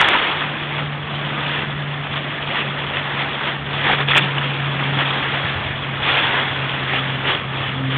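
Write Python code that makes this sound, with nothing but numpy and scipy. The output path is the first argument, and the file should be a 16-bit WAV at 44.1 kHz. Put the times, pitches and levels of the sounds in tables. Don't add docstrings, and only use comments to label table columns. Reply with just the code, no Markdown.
import sys
import numpy as np
from scipy import signal
from scipy.fft import rfft, irfft, next_fast_len
from scipy.io import wavfile
from scipy.ndimage import uniform_filter1d

SR = 44100
rng = np.random.default_rng(int(sys.argv[2]) if len(sys.argv) > 2 else 0)


def undo_db(level):
    steps = np.asarray(level, float) / 20
    return 10 ** steps


def transcribe(u):
    v = np.clip(np.atleast_2d(u).T, -1, 1)
    q = np.round(v * 32767).astype(np.int16)
    wavfile.write(sys.argv[1], SR, q)


N = 351477

# (time [s], level [dB])
SWING = [(0.0, -11.5), (0.5, -26.5), (1.04, -30.5), (1.15, -27.5), (1.55, -23), (1.75, -30.5), (2.4, -27.5),
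         (3.4, -25.5), (3.62, -31), (4.07, -29.5), (4.25, -24.5), (4.77, -26), (5.1, -21), (5.55, -25),
         (5.82, -28.5), (6.5, -24.5), (7.1, -25.5), (7.48, -30)]
# (peak time [s], level [dB], rise [s], fall [s], brightness [dB])
FLAPS = [(0.44, -25.5, .03, .03, -4), (0.79, -27, 0.095, .04, -0.5), (2.15, -27, 0.039, .06, 0),
         (0.155, -23, 0.024, 0.047, -2), (2.57, -23, 0.089, 0.079, 1.5), (2.97, -23.5, 0.039, .04, -0.5),
         (3.21, -24, 0.071, .07, -2.5), (3.46, -23.5, 0.056, 0.091, -0.5), (3.75, -26.5, 0.095, 0.085, 1.5),
         (3.935, -15, 0.12, 0.027, -0.5), (4.005, -19, 0.032, .03, -1), (4.09, -17.5, 0.013, 0.053, 2),
         (4.176, -10.5, 0.02, 0.023, 2.5), (4.24, -20, 0.047, 0.019, -0.5), (4.45, -25, .025, 0.021, 2),
         (4.85, -27.5, 0.096, 0.064, -5), (5.012, -15.5, .03, 0.017, -3), (5.48, -28, .03, 0.06, 1),
         (6.09, -16, .06, 0.23, 0), (6.36, -19.5, .14, 0.098, -1.5), (6.95, -22, 0.059, 0.056, 0.5),
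         (7.295, -17.5, 0.039, 0.08, 0.5), (7.62, -26.5, 0.1, 0.12, 1), (7.97, -24, 0.076, .05, 2)]
# (frequency [Hz], density [dB per Hz])
SHEET_COLOUR = [(150, -33), (260, -5.5), (463, -8.5), (1070, -7), (1500, -2.5), (1800, 1.5), (2530, -5.5),
                (3310, -6), (3500, 4.5), (4550, -7.5), (7700, -120)]
# (level at usual rustle [dB], share of swing followed [dB/dB], share of brightness [dB/dB])
FACETS = [
    (-34.5, .6, -.3),
    (-30.5, 0.89, -0.42),
    (-28.5, 0.93, -0.79),
    (-26, 1.05, 1),
]
# (time [s], peak [dB], pitch [Hz])
SNAPS = [(0.045, 4.5, 3290), (0.789, -8, 2760), (0.152, 4.5, 955), (2.556, -3.5, 2830), (2.571, -4.5, 1880),
         (7.35, -2.5, 3340), (2.97, -6.5, 1910), (0.027, 4.5, 1107), (3.898, 0.5, 748), (3.911, 2, 1806),
         (3.935, 6.5, 1830), (3.985, -4.5, 1940), (4.004, -1, 1910), (4.086, 0.5, 3520), (4.111, 3, 3470),
         (4.117, 5, 1860), (4.134, -3, 3350), (4.154, 2, 3294), (4.382, -2, 2930), (4.799, -8, 2460),
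         (4.825, -5, 1090), (4.934, -7, 975), (4.989, -2, 3210), (6.033, -6, 3250), (6.089, 1, 2230),
         (6.163, -3, 1644), (6.695, -6, 3210), (6.778, -6.5, 1700), (6.936, -7.5, 794), (7.277, -5, 3350)]
# (time [s], peak [dB], pitch [Hz])
CRACKS = [(0.0078, -1, 2000), (0.0138, -1.5, 1500), (4.0866, -4.3, 2900), (4.1345, -4, 1900),
          (4.1415, -4.5, 1900), (4.1494, -3, 3300), (4.1555, -3.5, 2200), (4.1606, -2.6, 1900),
          (4.1683, -3, 2500), (4.1714, -2.5, 3300), (4.1753, -4, 1700), (4.1803, -3, 2200)]
# (time [s], peak [dB], pitch [Hz], width [s])
PUFFS = [
    (3.909, -26.5, 200, .015),
    (4.24, -24, 189, .02),
    (5.451, -14, 130, 0.0063),
    (5.563, -23.5, 94, .012),
    (5.665, -23, 90.3, 0.014),
    (5.71, -22.5, 108, .01),
    (7.75, -36.5, 80, 0.011),
]
# (time [s], level [dB])
DRONE = [(0.0, -35.5), (0.15, -47), (0.4, -31.5), (1.0, -29), (1.75, -28.5), (2.55, -32.5), (3.1, -31.5),
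         (3.4, -35), (3.7, -30), (4.15, -25), (4.93, -24.5), (5.4, -31), (5.7, -31), (6.2, -33),
         (6.55, -30), (7.15, -27.5), (7.35, -33), (7.97, -22)]
# (multiple of note [1], level re note [dB], change [dB/s])
ORDERS = [
    (1.5, -16, -1.6),
    (2.0, -27, 1.3),
]
# (frequency [Hz], gain [dB])
RESPONSE = [(0, -30), (30, 0), (70, -1), (200, 0), (3150, 0), (3400, 3), (3520, -2), (4000, -18),
            (4450, -33), (4600, -46), (4690, -90), (22050, -120)]

USUAL_RUSTLE_DB = -25
START_HZ, SAG_HZ_PER_S = 147.2, 1.72
RUMBLE_DB, RUMBLE_FOLLOWS = -37.5, 0.39
DEEP_DB, DEEP_RISE_DB_PER_S = -39, 0.5
OVERLOAD = 0.715


def rms_one(x):
    return x / np.sqrt(np.mean(x ** 2) + 1e-20)


def in_time(rows):
    time_s, *columns = np.transpose(rows)
    return [np.interp(np.arange(N) / SR, time_s, column) for column in columns]


def drift(rate_hz):
    pole = np.exp(-80 * np.pi * rate_hz / SR)
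    noise = rng.standard_normal(N // 40 + 2002)
    slow = signal.lfilter([1], [1, -2 * pole, pole * pole], noise)[2000:]
    return np.interp(np.arange(N) / 40, np.arange(len(slow)), rms_one(slow))


def ring(clicks, hz, t60_s):
    radius, angle = undo_db(-60 / (t60_s * SR)), 2 * np.pi * hz / SR
    return signal.lfilter([0, np.sin(angle)], [1, -2 * radius * np.cos(angle), radius ** 2], clicks + 1e-18)


def band(x, low_hz, high_hz):
    return signal.sosfilt(signal.butter(2, [low_hz, high_hz], "band", fs=SR, output="sos"), x)


def motion():
    t = np.arange(0, N + 64, 64) / SR
    power = undo_db(2 * np.interp(t, *np.transpose(SWING)))
    tint = np.zeros(len(t))
    for peak_s, db, rise_s, fall_s, bright_db in FLAPS:
        width_s = np.where(t < peak_s, rise_s, fall_s)
        flap = undo_db(2 * db) * np.exp(-2 * ((t - peak_s) / width_s) ** 2)
        power = power + flap
        tint = tint + bright_db * flap
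    return in_time(np.transpose([t, 10 * np.log10(power), tint / power]))


def random_sizes(spread_db, limit):
    return undo_db(spread_db * np.minimum(rng.exponential(1, N), limit)) * rng.choice([-1, 1], N)


def crinkle(level_db, bright_db, per_s, spread_db, cycles, clump_db, patchy_db):
    clumps = drift(45)
    clumps -= uniform_filter1d(clumps, size=SR // 12)
    popping = rng.random(N) < per_s / SR * undo_db(clump_db * clumps)
    pops = random_sizes(spread_db, 4) * popping
    pitches_hz = np.geomspace(280, 4900, 40)
    dealt = rng.integers(0, 40, N)
    colour_hz, colour_db = np.transpose(SHEET_COLOUR)
    groups = np.zeros((4, N))
    for k, hz in enumerate(pitches_hz):
        density_db = np.interp(np.log(min(hz, 3200)), np.log(colour_hz), colour_db)
        gain = undo_db(density_db) * np.sqrt(hz)
        facet = rms_one(ring(pops * (dealt == k), hz, cycles / hz))
        groups[np.searchsorted([700, 1400, 2400], hz)] += gain * facet * undo_db(patchy_db * drift(14))
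    groups = signal.sosfilt(signal.butter(2, 230, "high", fs=SR, output="sos"), groups)
    foil = np.zeros(N)
    for (db, follows, tint), group in zip(FACETS, groups):
        group_db = db + follows * (level_db - USUAL_RUSTLE_DB) + tint * bright_db
        foil += undo_db(group_db) * rms_one(group)
    return foil


def snaps(events, cycles, flurry_s):
    out = np.zeros(N + 1000)
    decay = np.exp(-np.arange(1000) / SR / flurry_s)
    for time_s, db, hz in events:
        clicks = rng.standard_normal(1000) * decay
        tone = ring(clicks, hz, cycles / hz)
        crack = band(clicks, 500, 7000)
        burst = tone / np.abs(tone).max() + 0.5 * crack / np.abs(crack).max()
        start = round(time_s * SR)
        out[start:][:1000] += undo_db(db) * burst[:N + 1000 - start]
    return out[:N]


def ticks(level_db, per_s, re_rustle_db, spread_db):
    clicks = random_sizes(spread_db, 3) * (rng.random(N) < per_s / SR)
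    return undo_db(level_db + re_rustle_db) * rms_one(band(clicks, 700, 5300))


def puffs():
    t = np.arange(N) / SR
    out = np.zeros(N)
    for time_s, db, hz, width_s in PUFFS:
        swell = np.exp(-((t - time_s) / width_s) ** 2)
        out += undo_db(db) * swell * np.sin(2 * np.pi * hz * (t - time_s))
    return out


def engine(waver_db, waver_hz):
    t = np.arange(N) / SR
    note_db, = in_time(DRONE)
    hz = START_HZ - SAG_HZ_PER_S * t + waver_hz * drift(16)
    phase = 2 * np.pi * np.cumsum(hz) / SR
    note = np.sin(phase)
    for multiple, db, db_per_s in ORDERS:
        note += undo_db(db + db_per_s * t + 5 * drift(2.5)) * np.sin(multiple * phase)
    note *= np.sqrt(2) * undo_db(note_db + waver_db * drift(9.8))
    upper_db = RUMBLE_DB + RUMBLE_FOLLOWS * (note_db + 31) + 1.4 * drift(3.5)
    deep_db = DEEP_DB + DEEP_RISE_DB_PER_S * (t - 4) + 1.5 * drift(3)
    upper = undo_db(upper_db) * rms_one(band(rng.standard_normal(N), 140, 261.4))
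    deep = undo_db(deep_db) * rms_one(band(rng.standard_normal(N), 70, 135))
    breeze = undo_db(-55.5) * rms_one(band(rng.standard_normal(N), 18, 55))
    return note + upper + deep + breeze


def scene():
    level_db, bright_db = motion()
    foil = crinkle(level_db, bright_db, per_s=12000, spread_db=0.0, cycles=23.0, clump_db=1.5, patchy_db=2.48)
    foil += undo_db(-8.0) * snaps(SNAPS, cycles=17.0, flurry_s=0.0014)
    foil = 0.5 * np.tanh(foil / 0.5)
    foil += snaps(CRACKS, cycles=14.0, flurry_s=0.0004)
    foil += ticks(level_db, per_s=350, re_rustle_db=-8.5, spread_db=2.5)
    return (foil + puffs() + engine(waver_db=1.56, waver_hz=0.9))[None]


def top_cut(x):
    return signal.sosfilt(signal.butter(12, 16000, fs=SR, output="sos"), x)


def record(dry):
    size = next_fast_len(N + 4096)
    response = undo_db(np.interp(np.fft.rfftfreq(size, 1 / SR), *np.transpose(RESPONSE)))
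    heard = irfft(rfft(dry, size) * response, size)[:, :N]
    mix = np.clip(heard, -OVERLOAD, OVERLOAD)
    return top_cut(mix)


dry = scene()
out = record(dry)
transcribe(out)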